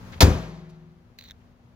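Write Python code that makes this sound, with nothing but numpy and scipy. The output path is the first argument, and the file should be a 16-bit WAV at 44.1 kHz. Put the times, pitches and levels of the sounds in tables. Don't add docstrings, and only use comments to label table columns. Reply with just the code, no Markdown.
import sys
import numpy as np
from scipy import signal
from scipy.fft import rfft, irfft
from scipy.io import wavfile
from scipy.ndimage import uniform_filter1d

SR = 44100
rng = np.random.default_rng(int(sys.argv[2]) if len(sys.argv) > 2 else 0)


def ratio(d):
    e = np.asarray(d, float) / 20
    return 10 ** e


def put_to_file(sound):
    columns = np.atleast_2d(sound).T
    safe = np.clip(columns, -1, 1)
    whole_steps = np.round(safe * 32767)
    wavfile.write(sys.argv[1], SR, whole_steps.astype(np.int16))


N = 77175
T = np.arange(N) / SR
F = np.fft.rfftfreq(N, 1 / SR)
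LATCH_S, DUCK_S = .2052, .199


def read(table, hz):
    points = np.array(table, float)
    return np.interp(np.log(np.maximum(hz, 1)), np.log(points[:, 0]), points[:, 1])


def unit(x):
    return x / np.sqrt(np.mean(x ** 2))


def hiss(grain_db=0.):
    grain = ratio(grain_db * rng.exponential(size=N))
    return unit(rng.standard_normal((2, N)) * grain)


def colour(x, table):
    return irfft(rfft(x) * ratio(read(table, F)), N)


def band(x, hz, width):
    hz = min(hz, .45 * SR)
    return signal.lfilter(*signal.iirpeak(hz, hz / width, fs=SR), x)


def walk(rate):
    k = int(SR / rate)
    return unit(uniform_filter1d(uniform_filter1d(rng.standard_normal(N), k), k))


def swell(start, attack, hold, t60):
    since = T - start
    release = np.clip(since - attack - hold, 0, None)
    return np.clip(since / attack, 0, 1) * ratio(-60 * release / t60)


def pushes(table):
    out = 0
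    for start, db, ms in table:
        pulse = np.sin(np.pi * np.clip((T - start) / (ms / 1000), 0, 1)) ** 2
        out = out + ratio(db) * pulse / pulse.sum()
    return out


def ring(x, modes):
    out = 0
    for hz, db, t60 in modes:
        pole = np.exp(2j * np.pi * hz / SR - np.log(1000) / (t60 * SR))
        out = out + ratio(db) * signal.lfilter([1], [1, -pole], x).imag
    return out


def ports(pair, alike, pan_db=0.):
    # frequency in Hz, left minus right level in dB
    port_db = [(60, 0), (110, 3), (200, 3), (380, 5.5), (700, 4.0), (1290, 5.5), (2380, 4), (4400, -5),
               (8120, 5), (15000, 9.5)]
    shared, differing = rfft(pair)
    likeness = np.clip(read(alike, F), 0, 1)
    lag = 1.5 * np.tanh((F / 1200) ** 2)
    turn = ratio((read(port_db, F) + pan_db) / 2) * np.exp(-.5j * lag)
    mid = shared * np.sqrt((1 + likeness) / 2)
    side = differing * np.sqrt((1 - likeness) / 2)
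    return irfft(np.array([(mid + side) * turn, (mid - side) / turn]), N)


def gain_db():
    before_db, back_db_s = 11.5, 1
    return np.where(T < DUCK_S, before_db, back_db_s * (T - LATCH_S))


def town():
    # frequency in Hz, level in dB per Hz
    traffic = [(30, 0.5), (95, 1.5), (250, -14.5), (900, -20.5), (2200, -28.5), (6500, -37), (9000, -39),
               (16000, -45)]
    rumble = ratio(-54.5 + .6 * walk(10)) * unit(colour(hiss(), traffic))
    turn = 2 * np.pi * np.cumsum(1 + .002 * walk(4)) / SR
    hum = ratio(-63.5 + 1.3 * walk(3.8)) * np.sin(240.3 * turn)
    hum = hum + ratio(-65 + 1.5 * walk(5)) * np.sin(184.2 * turn)
    return rumble + hum * np.array([[1], [.3]])


def stir():
    # frequency in Hz, level in dB per Hz
    air = [(40, -5), (118, -4), (300, -15), (500, -24), (1000, -15), (3000, -24), (6500, -28.5),
           (16000, -37)]
    until_landing = np.clip((DUCK_S - T) / .004, 0, 1)
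    return ratio(-51 + 1.5 * walk(12)) * unit(colour(hiss(), air)) * until_landing


def shoe():
    # multiple of the main pitch, width in Hz, level in dB
    sole = [(.52, 1200, -6), (.66, 1120, -15.5), (1.0, 619, 2.5), (1.4, 2200, -8)]
    # start in seconds, level in dB, length in ms
    grit = [(1.181, -58, 1.96), (1.1865, -37.5, 5), (1.194, -51, 3.0), (1.21, -40, 2.0), (1.223, -47, 2.5),
            (1.2392, -38, 1.5), (1.258, -47, 1.5), (1.282, -50, 1.56), (1.2872, -38.5, 0.66),
            (1.299, -41.5, .8), (1.3092, -31.5, .9), (1.3165, -43.5, 1.77)]
    drag_s, length_s, drag_db = 1.186, .13, -55.5
    hollow_hz, sag = 4097, 0.087
    air_hz, air_db = 15050, -9.5
    env = ratio(drag_db) * swell(drag_s, 0.0017, length_s, 0.027) * ratio(2.0 * walk(110))
    snaps = sum(ratio(db) * swell(start, .0002, ms / 2000, .003 * ms) for start, db, ms in grit)
    raw = hiss(1.2) * env + np.sign(hiss()) * snaps
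    along = np.clip((T - drag_s) / length_s, 0, 1)

    def hollows(main_hz):
        out = 0
        for k, width, db in sole:
            tone = band(band(raw, k * main_hz, width), k * main_hz, width)
            out = out + ratio(db) * tone * np.sqrt(SR / width / 2)
        return out

    scrape = 0
    for p in np.linspace(0, 1, 4):
        scrape = scrape + hollows(hollow_hz * (1 - sag * p)) * np.clip(1 - 3 * abs(along - p), 0, 1)
    return scrape + 3 * ratio(air_db) * band(band(raw, air_hz, 2200), air_hz, 2200)


def rustles():
    # start in seconds, length in seconds, level in dB, centre in Hz, width in Hz
    puffs = [
        (.120, .006, -54, 5500, 4000),
        (.122, .016, -46.5, 1806, 1590),
        (.125, .016, -48.5, 3487, 2400),
        (.690, .014, -61, 4240, 8000),
        (1.41, .008, -67.5, 2400, 2000),
        (0.172, .008, -57.5, 2700, 1500),
    ]
    out = 0
    for start, length, db, hz, width in puffs:
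        puff = unit(band(band(hiss(2.0), hz, width), hz, width))
        out = out + ratio(db) * puff * swell(start, length / 3, length, 3.0 * length)
    return out


def slam_tail():
    # frequency in Hz, level in dB per Hz
    tail_colour = [(60, -30), (120, -11), (280, -11.5), (700, -20.5), (2000, -30), (4500, -33.5),
                   (7000, -33.5), (16000, -45.5)]
    # frequency in Hz, t60 in seconds
    tail_t60 = [(50, .5), (150, 0.36), (500, 0.4), (1500, 0.49), (4000, .45), (8000, 0.31), (16000, .3)]
    rise_s, late_db, late_stretch = .02, -11.5, 2.6
    spec = rfft(unit(colour(hiss(), tail_colour)))
    tail = 0
    for hz in 45 * 2 ** np.arange(0, 9, .5):
        octaves = np.log2(np.maximum(F, 1) / hz)
        part = irfft(spec * np.cos(np.pi * np.clip(octaves, -.5, .5)) ** 2, N)
        t60 = read(tail_t60, hz)
        fade = swell(LATCH_S, rise_s, 0.0037, t60)
        fade = fade + ratio(late_db) * swell(LATCH_S, rise_s, 0.0057, t60 * late_stretch)
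        tail = tail + part * fade * ratio(1.0 * walk(40))
    return ratio(-19.5) * tail


def latch_crash():
    # frequency in Hz, level in dB per Hz
    crash_colour = [(180, -37.5), (300, -9.5), (900, -2), (1500, -10), (2000, -5), (2900, -8.5), (4500, -5),
                    (16000, -18.5)]
    attack_s = .0015
    crash = ratio(-11.5) * unit(colour(hiss(2.5), crash_colour)) * swell(LATCH_S, attack_s, .018, .08)
    strike = ratio(-13) * unit(band(hiss(1.3), 4400, 2200)) * swell(LATCH_S, attack_s, 0.0037, .05)
    spark = ratio(-21.5) * unit(band(hiss(2.0), 13500, 6000)) * swell(LATCH_S, attack_s, 0.0064, .02)
    return crash + strike + spark


def hood_body():
    # start in seconds, level in dB, contact in ms
    blows = [
        (.2065, -8.5, 0.95),
        (.217, -10, 1.54),
        (.2275, 5, 1.78),
        (.2435, -2.5, 1.5),
        (.262, -7, 1.63),
        (.280, -12.5, 1.9),
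        (0.313, -10.5, 4.9),
    ]
    # start in seconds, level in dB, contact in ms
    seats = [
        (.2145, -12.5, 5.0),
        (.2280, 4.5, 6.7),
        (.2400, -4, 5.0),
        (.2560, -2.5, 11.9),
        (.284, -17.5, 5.0),
        (.3055, -9, 5.5),
    ]
    # frequency in Hz, level in dB, t60 in seconds
    panel = [(172, -9, .3), (193.2, -11, 0.44), (249, -6, .3), (284.1, -4, 0.24), (377, -14, .35),
             (391.7, -12, 0.2), (505.5, -8.5, .4), (553, -17.5, 0.37), (598, -11, 0.12), (772, -9.5, .3),
             (750, -15.5, .3), (800, -18.5, 0.61), (890, -15.5, 0.36), (1077, -16, 0.33)]
    # frequency in Hz, level in dB, t60 in seconds
    boom = [(55.5, -14, 0.8), (77, 1, 0.21), (94.4, -4.5, .22), (118, -10.5, 0.48), (157.2, -13.5, .3)]
    # frequency in Hz, level in dB, t60 in seconds
    braces = [(160.6, 0, 2.47), (181.5, -7.5, 2.8), (321, -12, .9), (360, -15, 3.5), (511, -14.5, 0.2),
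              (540, -19, .8), (642, -9.5, 1.3), (790, -19, 1.5)]
    clang = ratio(-17.5) * ring(pushes(blows), panel)
    thump = ratio(-8) * ring(pushes(seats), boom)
    tick = np.where(np.arange(N) == int(LATCH_S * SR), 1., 0.)
    hum_on = ratio(-31.5) * ring(tick, braces) * swell(0, .01, .88, 1.0)
    return clang - thump + hum_on


def hood():
    body = hood_body()
    return np.array([body, .4 * np.roll(body, 60)]) + latch_crash() + slam_tail()


def scene():
    # frequency in Hz, likeness of the ports from 0 to 1
    slam_alike = [(60, 0.88), (250, 0.88), (500, .9), (1000, 0.24), (4000, .7), (12000, 1)]
    # frequency in Hz, likeness of the ports from 0 to 1
    town_alike = [(60, 0.76), (250, 0.99), (500, .75), (1000, 0.13), (4000, .2), (12000, .1)]
    far = ports(town() * ratio(gain_db()) + stir(), town_alike)
    step = ports(shoe(), slam_alike, pan_db=-1.5)
    return far + step + ports(hood() + rustles(), slam_alike)


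def roll_off(x):
    return signal.sosfilt(signal.butter(12, 16650, fs=SR, output="sos"), x)


def record(dry):
    # frequency in Hz, gain in dB
    mic = [(1000, 0.5), (6800, -3), (8000, -12.5), (10000, -8), (11800, -9), (14500, -3.5), (15400, -6),
           (16300, -11.5)]
    low_cut_hz, top_hz, ceiling = 55, 15900, 2.2
    low_cut = signal.butter(2, low_cut_hz, "high", fs=SR, output="sos")
    heard = signal.sosfilt(low_cut, colour(dry, mic))
    limited = ceiling * np.tanh(heard / ceiling)
    top_cut = signal.ellip(8, .3, 50, top_hz, fs=SR, output="sos")
    return roll_off(signal.sosfilt(top_cut, limited))


dry = scene()
out = record(dry)
put_to_file(out)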